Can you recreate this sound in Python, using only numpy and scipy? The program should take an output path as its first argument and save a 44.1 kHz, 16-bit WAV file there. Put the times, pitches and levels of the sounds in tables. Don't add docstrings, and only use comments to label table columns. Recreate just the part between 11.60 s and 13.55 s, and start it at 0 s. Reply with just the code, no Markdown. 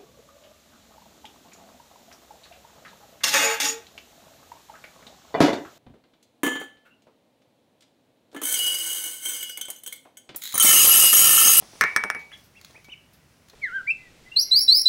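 import sys
import numpy as np
from scipy import signal
from scipy.fft import rfft, irfft
from scipy.io import wavfile
from scipy.ndimage import uniform_filter1d

SR = 44100
rng = np.random.default_rng(int(sys.argv[2]) if len(sys.argv) > 2 else 0)


def log_audio(samples):
    frames = np.atleast_2d(samples).T
    limited = np.clip(frames, -1, 1)
    pcm = np.round(limited * 32767).astype(np.int16)
    wavfile.write(sys.argv[1], SR, pcm)


N = 85995

# frequency in Hz, relative level in dB.
AIR_COLOUR = [(15, -46.5), (25, -20), (59, -1), (161, -0.5), (363, -9), (531, -12), (575, -10.5),
              (775, -14), (2050, -16), (2840, -18), (3250, -21), (12900, -29), (16000, -30)]
HISS_COLOUR = [(100, -3), (600, 3), (1500, -1), (4000, 0), (5800, 4.5), (7500, -5.5), (10000, -2),
               (13000, -16), (16000, -13.5)]
PAT_COLOUR = [(60, -16.5), (200, 0.5), (350, 3), (500, -1.5), (750, -0.5), (1300, -12), (2500, -16.5),
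              (6000, -28), (16000, -42)]
CRACK_COLOUR = [(100, -10), (900, 4), (2000, -1), (3200, 1.5), (5500, 0), (7000, -8), (10000, 5.5),
                (13000, -2), (16000, -7)]
BOARD_COLOUR = [(40, -26.5), (130, -17.5), (190, -5), (290, -9.5), (390, -5.5), (520, -11), (900, -10.5),
                (3000, -46.5), (16000, -80)]
CLATTER_COLOUR = [(100, -28.5), (500, -19.5), (900, -7.5), (1300, -0.5), (1950, 4), (2450, -5), (3000, -26),
                  (4200, -24), (5800, -19), (7500, -32), (16000, -47)]
TICK_COLOUR = [(300, -26), (1500, 7), (2800, 4.5), (4100, 14), (5300, 5), (6800, 10), (8500, -10),
               (10500, 0.5), (16000, -4)]
RUSTLE_COLOUR = [(500, -27), (5000, -2), (8500, -13), (10500, -4.5), (13500, -2), (16000, -6.5)]
# time in seconds, level in dB.
HISS_LEVELS = [(0, -53.5), (.1, -53), (.2, -51), (.35, -55.5), (.55, -68), (.7, -65), (.78, -59.5),
               (.9, -69), (1.1, -59.5), (1.35, -72.5), (1.95, -67.5)]
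# start in seconds, level in dB, decay in seconds.
PATS = [(.012, -42, 0.0022), (.023, -40, 0.0045), (.042, -55, 0.013), (.132, -45, 0.0046),
        (.153, -48.5, 0.0068), (1.098, -57, 0.012), (1.143, -52.5, 0.011), (1.176, -56.5, 0.011),
        (1.283, -46.5, 0.0051), (1.932, -49.5, .008)]
TICKS = [(.59, -60.5, 0.043), (1.013, -39.5, 0.0018), (1.047, -33, 0.0016), (1.108, -52, .003),
         (1.244, -54, 0.0078), (1.885, -45.5, 0.0017), (1.897, -48.5, 0.0042)]
RUSTLES = [(.77, -66, 0.037), (.835, -61.5, 0.026), (1.235, -66, 0.018), (1.53, -58, 0.017)]
# start in seconds, level in dB, brightness in Hz, rim level
# in dB, rim pitch in Hz, board level in dB, clatter level in dB, levels of the high modes in dB.
KNOCKS = [(0.2106, 7, 5740, -29.5, 2290, -36, -14, (-33.5, -21.5, -31.5, -64, -50)),
          (0.2387, -1, 2340, -22.5, 2278, -37.5, -26, (-45, -39, -45, -55, -62)),
          (0.3627, 5.5, 6450, -22.5, 2266, -39.5, -21.5, (-28, -28, -30, -40.5, -53)),
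          (0.4384, -6.5, 3200, -27, 2270, -38, -30.5, (-79, -79, -44, -46, -57)),
          (0.5014, -4.5, 3200, -40, 2270, -47, -30, (-41, -66, -49, -45.5, -70)),
          (0.5486, -17, 1670, -32, 2268, -44, -34.5, (-84, -69, -70, -69, -51)),
          (.718, -33.5, 1502, -60.5, 2340, -64.5, -47.5, (-83, -83, -72, -76, -63))]
# frequency in Hz, level in dB, T60 in seconds.
PRESSED_MODES = [(800, -23.5, 0.027), (1258, -19.5, 0.034), (1426, -8, 0.0097), (1709.4, -5, .016),
                 (2225, -16.5, 0.011), (5350, -19, 0.0027), (5394, -11.5, 0.0059), (9600, -23, .006)]
# frequency in Hz, T60 in seconds.
HIGH_MODES = [(5620, 0.066), (6130, 0.043), (8340, .11), (9250, .13), (10220, .13)]
# start in seconds, length in seconds, level in dB, top pitch in Hz,
# places of the top and of the loudest moment from 0 to 1, dip at the top in dB.
PEEPS = [(.709, .05, -44, 3370, .6, .58, -1), (.948, .055, -50, 2720, .52, .5, -3),
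         (1.143, .063, -49, 2560, .64, .36, -6), (1.286, .061, -39.5, 3070, .45, .68, -10)]
# start in seconds, level in dB.
BILL_TOUCHES = [(1.245, -52)]
# frequency in Hz, T60 in seconds.
ROOM_T60 = [(100, 0.37), (250, 0.9), (600, 0.82), (1500, 0.17), (3200, 0.44), (7000, 0.39), (15000, 0.54)]
# frequency in Hz, relative level in dB.
ROOM_COLOUR = [(50, -15), (250, -15), (700, -4), (1700, 16.5), (3500, 9.5), (6000, 1.5), (10000, -9),
               (16000, 8)]
# delay in seconds, level in dB.
ECHOES = [(.0021, -17), (.0045, -18), (.0093, -16.5), (0.0115, -31.5), (0.0143, -27.5)]


def amp(db):
    return 10 ** (np.asarray(db) / 20)


def unit(x):
    return x / np.sqrt(np.mean(x ** 2) + 1e-20)


def read(points, hz):
    f, value = np.transpose(points)
    return np.interp(np.log(hz + 1), np.log(f + 1), value)


def add(mix, s, sound):
    part = mix[max(round(s * SR), 0):][:len(sound)]
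    part += sound[:len(part)]


def noise(colour):
    gain = amp(read(colour, np.fft.rfftfreq(N, 1 / SR)))
    return unit(irfft(rfft(rng.standard_normal(N)) * gain, N))


def ring(modes, t):
    return sum(amp(db - 60 * t / t60) * np.sin(2 * np.pi * hz * t) for hz, db, t60 in modes)


def bursts(rows, colour, rise_s):
    t, out = np.arange(SR // 4) / SR, np.zeros(N)
    for s, db, decay_s in rows:
        envelope = 2 * (1 - np.exp(-t / rise_s)) * np.exp(-t / decay_s)
        add(out, s, amp(db) * envelope * noise(colour)[:len(t)])
    return out


def room(x, wet_db):
    t = np.arange(SR) / SR
    onset = np.clip((t - .003) / .0029, 0, 1)
    reflections = rng.choice([-1., 1.], SR) * (rng.random(SR) < .15) * onset
    hz, at, spectrum = signal.stft(reflections, SR, nperseg=256)
    gain = amp(read(ROOM_COLOUR, hz)[:, None] - 60 * at / read(ROOM_T60, hz)[:, None])
    tail = signal.istft(spectrum * gain, SR, nperseg=256)[1]
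    response = amp(wet_db) * tail / np.linalg.norm(tail)
    response[0] += 1
    for delay, db in ECHOES:
        add(response, delay, amp([db]))
    return signal.fftconvolve(x, response)[:N]


def room_tone(air_db=-59.5):
    hiss_db = np.interp(np.arange(N) / SR, *np.transpose(HISS_LEVELS))
    return amp(air_db) * noise(AIR_COLOUR) + amp(hiss_db) * noise(HISS_COLOUR)


def patter():
    pats = bursts(PATS, PAT_COLOUR, rise_s=.0018)
    ticks = bursts(TICKS, TICK_COLOUR, rise_s=.0013)
    rustles = bursts(RUSTLES, RUSTLE_COLOUR, rise_s=.0049)
    return room(pats + ticks + rustles, wet_db=-7.5)


def dish_knocks(crack_db=-16.5, crack_s=.0011, low_cut_hz=840):
    t, out = np.arange(SR) / SR, np.zeros(N)
    for s, db, bright_hz, *_ in KNOCKS:
        modes = [(hz, level - 10 * np.log10(1 + (hz / bright_hz) ** 2), t60)
                 for hz, level, t60 in PRESSED_MODES]
        pole = np.exp(-2 * np.pi * bright_hz / SR)
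        crack = signal.lfilter([1 - pole], [1, -pole], noise(CRACK_COLOUR)[:SR]) * np.exp(-t / crack_s)
        add(out, s, amp(db) * (ring(modes, t) + amp(crack_db) * crack))
    low_cut = signal.butter(2, low_cut_hz, "high", fs=SR, output="sos")
    return room(signal.sosfilt(low_cut, out), wet_db=-22)


def dish_ring(rim_t60=.38, rim_rise_s=.0016, damping_t60=.61, touch_t60=.61):
    t, out = np.arange(SR) / SR, np.zeros(N)
    next_times = [row[0] for row in KNOCKS[1:]] + [N / SR]
    for (s, _, _, rim_db, rim_hz, _, _, high_dbs), next_s in zip(KNOCKS, next_times):
        rim = ring([(rim_hz, rim_db, rim_t60)], t) * (1 - np.exp(-t / rim_rise_s))
        high = ring([(hz, db, t60) for (hz, t60), db in zip(HIGH_MODES, high_dbs)], t)
        damping = amp(-60 * np.maximum(t - (next_s - s), 0) / damping_t60)
        add(out, s, (rim + high) * damping)
    for s, db in BILL_TOUCHES:
        add(out, s, ring([(2286, db, touch_t60)], t))
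    return room(out, wet_db=-34.5)


def floorboards(decay_s=.016):
    blows = [(s, board_db, decay_s) for s, *_, board_db, _, _ in KNOCKS]
    return room(bursts(blows, BOARD_COLOUR, rise_s=.002), wet_db=2)


def clatter(decay_s=.0034):
    blows = [(s, clatter_db, decay_s) for s, *_, clatter_db, _ in KNOCKS]
    return room(bursts(blows, CLATTER_COLOUR, rise_s=.0015), wet_db=.5)


def duckling(pitch_drop=.4, jitter_depth=.018, octave_db=-24, side_db=-15, flutter_hz=600):
    out = np.zeros(N)
    for s, length, db, top_hz, top_at, loud_at, dip_db in PEEPS:
        t = np.arange(0, length, 1 / SR)
        u = t / length
        away = np.where(u < top_at, (top_at - u) / top_at, (u - top_at) / (1 - top_at + 1e-6))
        jitter = unit(uniform_filter1d(rng.standard_normal(N), 60))[:len(u)]
        pitch_hz = top_hz * (1 - pitch_drop * away ** 2.6) * (1 + jitter_depth * jitter)
        phase = 2 * np.pi * np.cumsum(pitch_hz) / SR
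        push = np.exp(-((u - loud_at) / .19) ** 2)
        top = np.exp(-(away / .19) ** 2)
        swell = (.48 + push) * signal.windows.tukey(len(u), .2)
        flutter = 2 * amp(side_db) * np.sqrt(top) * np.sin(2 * np.pi * flutter_hz * t)
        whistle = (amp(dip_db * top) + flutter) * np.sin(phase)
        octave = amp(octave_db) * push * np.sin(2 * phase)
        add(out, s, amp(db) * swell * (whistle + octave))
    return room(out, wet_db=-12)


def scene():
    return (room_tone() + patter() + dish_knocks() + dish_ring() + floorboards() + clatter()
            + duckling())[None]


def record(dry):
    ceiling, cutoff_hz = .43, 16200
    clipped = dry / (1 + (dry / ceiling) ** 6) ** (1 / 6)
    low_pass = signal.firwin(255, cutoff_hz, window=("kaiser", 9), fs=SR)
    return signal.oaconvolve(clipped, low_pass[None], "same")


dry = scene()
out = record(dry)
log_audio(out)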